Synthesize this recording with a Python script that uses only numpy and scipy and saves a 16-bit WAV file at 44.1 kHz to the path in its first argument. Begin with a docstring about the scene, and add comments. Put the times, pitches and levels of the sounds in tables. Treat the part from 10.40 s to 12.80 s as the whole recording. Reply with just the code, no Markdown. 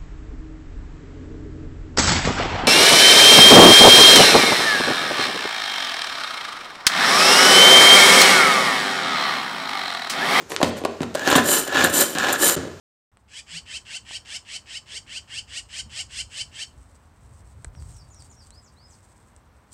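"""A faint wash of room ring dies away. A plastic pull-cord food chopper is settled on a stone kitchen
counter: its housing knocks, fingers rub and nails tick. Then the cord is pulled three times. On each
pull the blades fling food against the resonant bowl, the blade shaft sings, and the cord zips taut at
the end of its travel; the spring then reels it in with a bright friction rasp over a slipping ratchet.
At last the pieces tumble to rest and the kitchen's reverberation dies away."""
import sys
import numpy as np
from scipy import signal
from scipy.fft import rfft, irfft
from scipy.io import wavfile

SR = 44100
rng = np.random.default_rng(int(sys.argv[2]) if len(sys.argv) > 2 else 0)


def unload_wav(signal):
    """Save mono or channel-first audio to the path in sys.argv[1] as 16-bit WAV at rate SR, clipped to [-1, 1]."""
    wavfile.write(
        sys.argv[1],
        SR,
        np.round(np.clip(np.atleast_2d(signal).T, -1, 1) * 32767).astype(np.int16),
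    )


N = 105840
TAPS = 4096  # samples in a short impulse response

# Spectra of background and reverberation. Each row: frequency in Hz, relative level in dB.
BACKGROUND_SPECTRUM = [(30, 3), (90, 7.5), (160, 0), (400, -3.5), (800, -7.5), (1500, -5.5), (3200, -14),
                       (7000, -12.5), (10000, -27), (16000, -31)]
ROOM_SPECTRUM = [(50, -12.5), (120, 4.5), (400, 0.5), (1500, -2), (4000, -3), (9000, -6.5), (16000, -29)]
# Decay of the kitchen. Each row: frequency in Hz, reverberation time in seconds.
ROOM_DECAY = [(60, 0.81), (150, 0.46), (400, 0.59), (1500, 0.71), (4000, 0.56), (8000, 0.45), (16000, 0.26)]

# Faint tinkling as the hands shift. Each row: start in seconds, length in seconds, level in dB.
TINKLE_BURSTS = [(.095, 0.057, -38.5), (.205, .008, -39), (0.369, .045, -46), (.446, 0.0037, -44)]
# First a faint wash of room ring dying away at the opening; the later rows are finger rubs.
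# Each row: start in seconds, length in seconds, level in dB, treble cutoff in Hz.
WASH_AND_RUBS = [(0., 0.026, -41.5, 5130), (0.104, 0.044, -34, 7000), (0.172, 0.038, -43, 3500),
                 (0.236, 0.06, -35, 9050), (0.37, 0.019, -37, 7000), (0.617, 0.017, -32, 4000)]
# Nails and cord on plastic. Each row: start in seconds, level in dB, treble cutoff in Hz.
DRY_TICKS = [(0.1054, -19, 12000), (0.1639, -0.5, 4070), (0.6191, -17, 8900), (0.7433, -22, 9000),
             (1.617, 1.5, 9000), (1.7856, -2, 22000), (2.0365, -16, 7100), (2.0894, -2.5, 7000),
             (2.0981, -0.5, 7000)]
# Knocks of the housing. Each row: start in seconds, thump level in dB, thump pitch in Hz,
# thump's 60 dB decay time in seconds, crack level in dB, crack's treble cutoff in Hz.
HOUSING_KNOCKS = [(0.1194, -11.5, 510, 0.013, -11.5, 3500), (0.2029, -9, 556, 0.019, -44, 1500),
                  (0.2149, -4, 665, 0.026, -11.5, 1800), (.2275, -26, 704, 0.014, -22, 2500),
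                  (.2296, 5, 326, 0.016, 1.5, 3600), (.2318, -0.5, 488, 0.014, -31, 3600),
                  (.2452, -9, 600, 0.016, -10, 2500), (.416, -20, 462, 0.04, -32, 2500),
                  (0.4382, -9, 395, 0.016, -22.5, 3000), (0.4505, -9.5, 400, 0.03, -7, 2650),
                  (.4532, -2, 725, .012, -18, 1470), (0.6059, -7.5, 245, 0.029, -19, 1480),
                  (0.6321, -19, 255, 0.021, -14.5, 2940), (.7495, -13, 612, 0.039, -14, 7100),
                  (.7532, -4.5, 628, 0.015, -9.5, 8240), (0.9571, -0.5, 270, 0.029, -2, 1620),
                  (.980, 0, 420, 0.011, -29, 2000), (.9835, -13, 262, 0.0074, -9, 2000),
                  (1.282, -18.5, 400, 0.028, -18, 5030), (1.438, -4, 270, 0.019, -9, 2000),
                  (1.751, -15.5, 296, 0.037, -13, 9000), (2.168, -25.5, 167, 0.045, -42, 3000)]
# Modes of the housing. Each row: ratio to the thump pitch, relative level in dB.
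HOUSING_MODES = [(.6, -6), (1, -1.5), (1.62, -6.5), (2.4, -17.5)]

# Envelopes: the force of each pull, the speed of each rewind (as loudness of its rasp) and the
# final tumble. Each row of a curve: time in seconds, relative level in dB.
PULL_FORCES = [
    [(0.75, -37), (0.836, -32), (0.886, -19.5), (0.95, -21), (0.954, -11.5), (1.064, -40.5), (1.07, -40)],
    [(1.27, -36), (1.292, -31.5), (1.308, -34.5), (1.356, -21), (1.45, -17.5), (1.504, -33), (1.53, -35)],
    [(1.75, -50), (1.752, -28), (1.87, -22), (1.878, -22.5), (1.89, -21.5), (1.956, -25.5), (2.0, -53)],
]
REWIND_SPEEDS = [
    [(1.03, -41), (1.08, -21.5), (1.12, -18), (1.186, -22.5), (1.268, -42.5), (1.28, -32.5)],
    [(1.5, -28.5), (1.516, -43), (1.54, -22), (1.616, -16), (1.67, -31.5), (1.745, -39.5)],
    [(1.98, -38.5), (2.018, -21.5), (2.046, -16.5), (2.096, -18.5), (2.155, -32.5)],
]
TUMBLE_ENVELOPE = [(2.163, -27.5), (2.22, -32.5), (2.3, -39.5), (2.4, -51)]
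# The cord coming taut. Each row: start in seconds, time until decay in seconds, level in dB.
CORD_ZIPS = [(0.899, 0.0033, -24.5), (0.9575, .007, -20), (1.439, 0.0054, -18), (1.924, 0.0076, -24)]
# Large pieces striking the bowl. Each row: start in seconds, peak level in dB.
CHUNK_STRIKES = [(0.774, -21), (0.7949, -15.5), (0.806, -25), (0.8756, -1), (0.8796, -17), (0.8888, -19),
                 (0.901, -7), (0.914, -3), (0.9278, 1), (1.3592, -7), (1.37, -9), (1.377, -7),
                 (1.4009, -17), (1.414, -13), (1.844, -10), (1.869, -24), (1.894, -9)]

# Smooth spectra of the brief sounds, then of the lid, the reel (cord guide and spring) and the bowl.
# Each row: frequency in Hz, relative level in dB.
WASH_AND_RUB_SPECTRUM = [(100, -2), (400, 12.5), (900, 4), (2500, -2.5), (5000, -2), (8500, 0.5),
                         (10000, -6), (16000, -5)]
TICK_SPECTRUM = [(100, -19), (700, -9.5), (1400, 0), (2300, 0), (4000, 3), (6000, 2.5), (9000, 2.5),
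                 (16000, -17)]
CRACK_SPECTRUM = [(60, -78), (300, 2.5), (1000, 7.5), (1600, 5), (2200, 3.5), (4000, 9), (5500, 4.5),
                  (8000, 9), (16000, 2)]
TUMBLE_SPECTRUM = [(40, -25), (85, 0), (140, 1.5), (420, 4), (900, -10.5), (1700, -10), (2400, -26.5),
                   (7000, -21.5), (10000, -40), (16000, -39)]
SLIDE_SPECTRUM = [(200, -15), (1500, -11), (3500, 14), (5000, 0), (7500, 0.5), (9500, -5.5), (12000, -11),
                  (16000, -3)]
LID_SPECTRUM = [(50, -57), (140, -14.5), (300, -1), (800, -9), (1500, -7), (2150, -16), (4000, -12.5),
                (7000, -14), (16000, -27.5)]
REEL_SPECTRUM = [(200, -57), (2000, -24), (4000, -28), (5300, -26), (6600, -13.5), (8200, -10), (9700, -10),
                 (10500, -15.5), (12100, -30), (13000, -12), (14000, -23), (15200, -20)]
BOWL_SPECTRUM = [(50, -42), (130, -16), (260, -15.5), (430, -8.5), (1000, -15.5), (1600, -6), (2050, -16),
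                 (3600, -15), (5000, -19.5), (7500, -19.5), (9500, -28), (16000, -27)]
# Resonances of those three bodies. Each row: frequency in Hz, half-width in Hz, relative level in dB.
LID_RESONANCES = [(330, 56, -2), (564, 35, 1), (1713, 69, -1), (3018, 110, -5)]
REEL_RESONANCES = [(2920, 54, -25), (4010, 140, -6.5), (6040, 63, -7.5), (7090, 73, 2.5), (7170, 97, 0.5),
                   (7530, 160, -2), (8100, 170, -2.5), (9100, 120, -1.5), (9190, 72, 1.5), (11450, 120, -3),
                   (12670, 88, 0.5), (12700, 150, -9), (13500, 90, -6), (14750, 200, -8)]
BOWL_RESONANCES = [(284, 73, -6), (555, 59, -6.5), (785, 77, -3), (1040, 85, -5), (1370, 130, -8),
                   (1698, 73, -2), (2930, 210, -13), (7220, 84, -12), (11500, 150, -34), (12650, 130, -33)]


def amp(db):
    """Amplitude ratio of a level in decibels."""
    return 10 ** (np.asarray(db) / 20)


def unit_rms(x):
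    """Normalisation to an rms of one."""
    return x / np.sqrt(np.mean(x ** 2) + 1e-20)


def decay(t, t60):
    """Exponential damping by 60 dB in t60 seconds."""
    return np.exp(-np.log(1000) * t / t60)


def at_frequency(points, hz):
    """Interpolation on a logarithmic frequency axis."""
    f, value = np.transpose(points)
    return np.interp(np.log(hz + 1), np.log(f), value)


def add(mix, start, sound):
    """Superposition of a sound on the mix, from a start in seconds."""
    part = mix[round(start * SR):][:len(sound)]
    part += sound[:len(part)]


def envelope(curve, fade_db_per_s=2500):
    """Amplitude along a level curve, falling exponentially outside its span."""
    times, db = np.transpose(curve)
    t = np.arange(N) / SR
    outside_s = abs(t - np.clip(t, times[0], times[-1]))
    return amp(np.interp(t, times, db) - fade_db_per_s * outside_s)


def response(spectrum, resonances=(), cutoff_hz=None):
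    """Minimum-phase impulse response of a resonant body, with a peak of one."""
    hz = np.fft.rfftfreq(TAPS, 1 / SR)
    power = amp(at_frequency(spectrum, hz)) ** 2
    for centre, width, db in resonances:
        power += amp(db) ** 2 / (1 + ((hz - centre) / width) ** 2) ** 2
    if cutoff_hz:
        power /= (1 + (hz / cutoff_hz) ** 2) ** 2
    cepstrum = irfft(np.log(power) / 2)
    cepstrum[1:TAPS // 2] *= 2  # folding the cepstrum makes the response causal
    cepstrum[TAPS // 2 + 1:] = 0
    ring = irfft(np.exp(rfft(cepstrum)))
    return ring / abs(ring).max()


def through(x, ring):
    """Convolution of an excitation with an impulse response."""
    return signal.fftconvolve(x, ring)[:N]


def impacts(per_s, spread_db):
    """Shot noise: independent impulses of uneven size at a steady mean rate."""
    size = amp(spread_db * np.minimum(rng.exponential(1, N), 3.0))
    return size * rng.choice([-1, 1], N) * (rng.random(N) < per_s / SR)


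def background():
    """Stationary noise, strongest in the bass, lies under the scene."""
    return amp(-47.5) * unit_rms(through(rng.standard_normal(N), response(BACKGROUND_SPECTRUM)))


def reverberation(x, delay_s=0.0023):
    """Reflections form a diffuse tail whose treble is absorbed first."""
    hz, t, spectra = signal.stft(rng.standard_normal(SR), SR, nperseg=256)
    damped = spectra * decay(t, at_frequency(ROOM_DECAY, hz)[:, None])
    tail = signal.istft(damped, SR, nperseg=256)[1][:SR]
    tail *= np.arange(SR) / SR > delay_s
    colour = amp(at_frequency(ROOM_SPECTRUM, np.fft.rfftfreq(SR, 1 / SR)))
    return through(x, irfft(rfft(tail / np.linalg.norm(tail)) * colour))


def room_mode(x, hz=88.4, rise_s=0.035, t60=0.37):
    """The kitchen's lowest standing wave swells and decays after each blow."""
    t = np.arange(SR) / SR
    swell = (1 - np.exp(-t / rise_s)) * decay(t, t60)
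    return amp(-43) * through(x, swell * np.sin(2 * np.pi * hz * t))


def tinkles(low_hz=6900, high_hz=13460, per_s=260, t60=0.019):
    """Small metal, perhaps a bangle, vibrates freely in damped pings of random pitch."""
    out, t = np.zeros(N), np.arange(TAPS) / SR
    for start, length, db in TINKLE_BURSTS:
        for when, pitch, size in rng.random((1 + int(per_s * length), 3)):
            hz = low_hz * (high_hz / low_hz) ** pitch
            ping = np.sin(2 * np.pi * hz * t) * decay(t, t60)
            add(out, start + when * length, amp(db) * (0.5 + size) * ping)
    return out


def wash_and_rubs():
    """Dense shot noise: a faint wash of room ring dies away at the opening; later, fingers scuff."""
    out = np.zeros(N)
    for start, length, db, cutoff_hz in WASH_AND_RUBS:
        colour = response(WASH_AND_RUB_SPECTRUM, cutoff_hz=cutoff_hz)
        grains = through(impacts(per_s=6000, spread_db=3), colour)
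        out += envelope([(start, db), (start + length, db)], fade_db_per_s=1200) * unit_rms(grains)
    return out


def ticks():
    """Brief contacts of nails and cord give broadband clicks without resonance."""
    out = np.zeros(N)
    for start, db, cutoff_hz in DRY_TICKS:
        add(out, start, amp(db) * response(TICK_SPECTRUM, cutoff_hz=cutoff_hz))
    return out


def housing_knocks(rattle_gain=0.092, rattle_decay_s=0.0053, thump_rise_s=0.0017):
    """Each impact gives a plastic crack and excites the housing's damped modes in a thump."""
    out, t = np.zeros(N), np.arange(TAPS) / SR
    for start, thump_db, hz, t60, crack_db, cutoff_hz in HOUSING_KNOCKS:
        contact = rattle_gain * rng.standard_normal(TAPS) * np.exp(-t / rattle_decay_s)
        contact[0] = 1  # the blow itself, ahead of the rattle of loose parts
        crack = through(contact, response(CRACK_SPECTRUM, cutoff_hz=cutoff_hz))
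        add(out, start, amp(crack_db) * crack)
        modes = sum((-1) ** k * amp(db) * np.sin(2 * np.pi * hz * ratio * t)
                    for k, (ratio, db) in enumerate(HOUSING_MODES))
        thump = modes * decay(t, t60) * (1 - np.exp(-t / thump_rise_s))
        add(out, start, amp(thump_db) * thump)
    return out


def tumbling():
    """As the blades coast, the pieces drop in dull impacts of falling amplitude."""
    taps = through(impacts(per_s=400, spread_db=0.5), response(TUMBLE_SPECTRUM))
    return envelope(TUMBLE_ENVELOPE) * unit_rms(taps)


def blade_shaft(ring_hz=1680, half_width_hz=80):
    """Forced resonance: the shaft rings as long as it spins."""
    force = sum(envelope(pull, fade_db_per_s=11997) for pull in PULL_FORCES)
    spin = force ** 0.43  # even a light pull makes it sing
    hz = np.fft.rfftfreq(TAPS, 1 / SR)
    shaft = irfft(1 / (1 + 1j * (hz - ring_hz) / half_width_hz) ** 2)
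    scrape = unit_rms(impacts(per_s=1500, spread_db=2))
    return amp(-19.5) * through(spin * scrape, shaft / np.linalg.norm(shaft))


def cord_slide(force):
    """Friction noise of the cord leaving its guide grows in proportion to the pull."""
    hiss = through(rng.standard_normal(N), response(SLIDE_SPECTRUM))
    return amp(-10) * force * unit_rms(hiss)


def cord_zips(rise_s=0.0026, fall_s=0.0027, spring_decay_s=0.024):
    """A burst of friction excites the reel as the cord comes taut; the spring rings on."""
    drive, t = np.zeros(N), np.arange(2 * TAPS) / SR
    for start, length, db in CORD_ZIPS:
        after = np.maximum(t - length, 0)
        release = np.exp(-after / fall_s) + amp(-4.5) * np.exp(-after / spring_decay_s)
        burst = np.minimum(t / rise_s, 1) * release * rng.standard_normal(len(t))
        add(drive, start, amp(db) * burst)
    reel = response(REEL_SPECTRUM, REEL_RESONANCES)
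    return through(drive, reel / np.linalg.norm(reel))


def rewinding():
    """Friction of the returning cord drives the reel's resonances; the slipping ratchet, the lid's."""
    speed = sum(envelope(rewind) for rewind in REWIND_SPEEDS)
    rasp = through(impacts(per_s=6000, spread_db=4.5), response(REEL_SPECTRUM, REEL_RESONANCES))
    ratchet = through(impacts(per_s=1000, spread_db=1.5), response(LID_SPECTRUM, LID_RESONANCES))
    return amp(1) * speed * unit_rms(rasp) + amp(-5.5) * speed ** 0.79 * unit_rms(ratchet)


def food_contact(cutoff_hz, rise_s=0.00013, crumble_s=0.00095):
    """Inelastic impact of one piece: a push, then crumbling, brighter if harder; unit energy."""
    t = np.arange(512) / SR
    contact = rng.standard_normal(len(t)) * (1 - np.exp(-t / rise_s)) * np.exp(-t / crumble_s)
    contact = signal.lfilter(*signal.butter(1, cutoff_hz, fs=SR), contact)
    return contact / np.linalg.norm(contact)


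def chopping(force, pieces_per_s=1000, soft_hz=2300, hard_hz=11800):
    """Impact excitation of the bowl: small pieces hail as hard as the pull; large ones strike singly."""
    bowl = response(BOWL_SPECTRUM, BOWL_RESONANCES)
    cutoffs = np.geomspace(soft_hz, hard_hz, num=20)
    hail = sum(through(impacts(pieces_per_s / len(cutoffs), spread_db=3), food_contact(hz))
               for hz in cutoffs)
    drive = amp(1.5) * force * hail / through(hail, bowl).std()
    chunks = np.zeros(N)
    for start, db in CHUNK_STRIKES:
        strike = signal.fftconvolve(food_contact(cutoff_hz=7240), bowl)
        add(chunks, start, amp(db) * strike / abs(strike).max())
    return through(drive, bowl) + chunks


def scene():
    """Superposition of the direct sound, the kitchen's response and the quiet background."""
    handling = housing_knocks() + ticks() + wash_and_rubs() + tinkles()
    force = sum(envelope(pull) for pull in PULL_FORCES)
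    work = chopping(force) + cord_slide(force) + blade_shaft() + cord_zips() + tumbling()
    rewind = rewinding()
    direct = handling + work + rewind
    room = reverberation(amp(-6) * handling + amp(-9) * work + amp(-11.5) * rewind) + room_mode(direct)
    return (direct + room + background())[None]


def record(dry):
    """The microphone limits the band and saturates softly on peaks; the level dips briefly once."""
    low_cut_hz, high_cut_hz, ceiling = 71, 15500, 0.85
    dip_at_s, dip_half_width_s, dip_db = 2.159, 0.0044, -15
    thinned = signal.sosfilt(signal.butter(3, low_cut_hz, "high", fs=SR, output="sos"), dry)
    rounded = thinned / (1 + (thinned / ceiling) ** 6) ** (1 / 6)
    t = np.arange(N) / SR
    dip = amp(dip_db * np.exp(-((t - dip_at_s) / dip_half_width_s) ** 4))
    low_pass = signal.firwin(511, high_cut_hz, window=("kaiser", 9), fs=SR)
    return signal.oaconvolve(rounded * dip, low_pass[None], "same")


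dry = scene()
out = record(dry)
unload_wav(out)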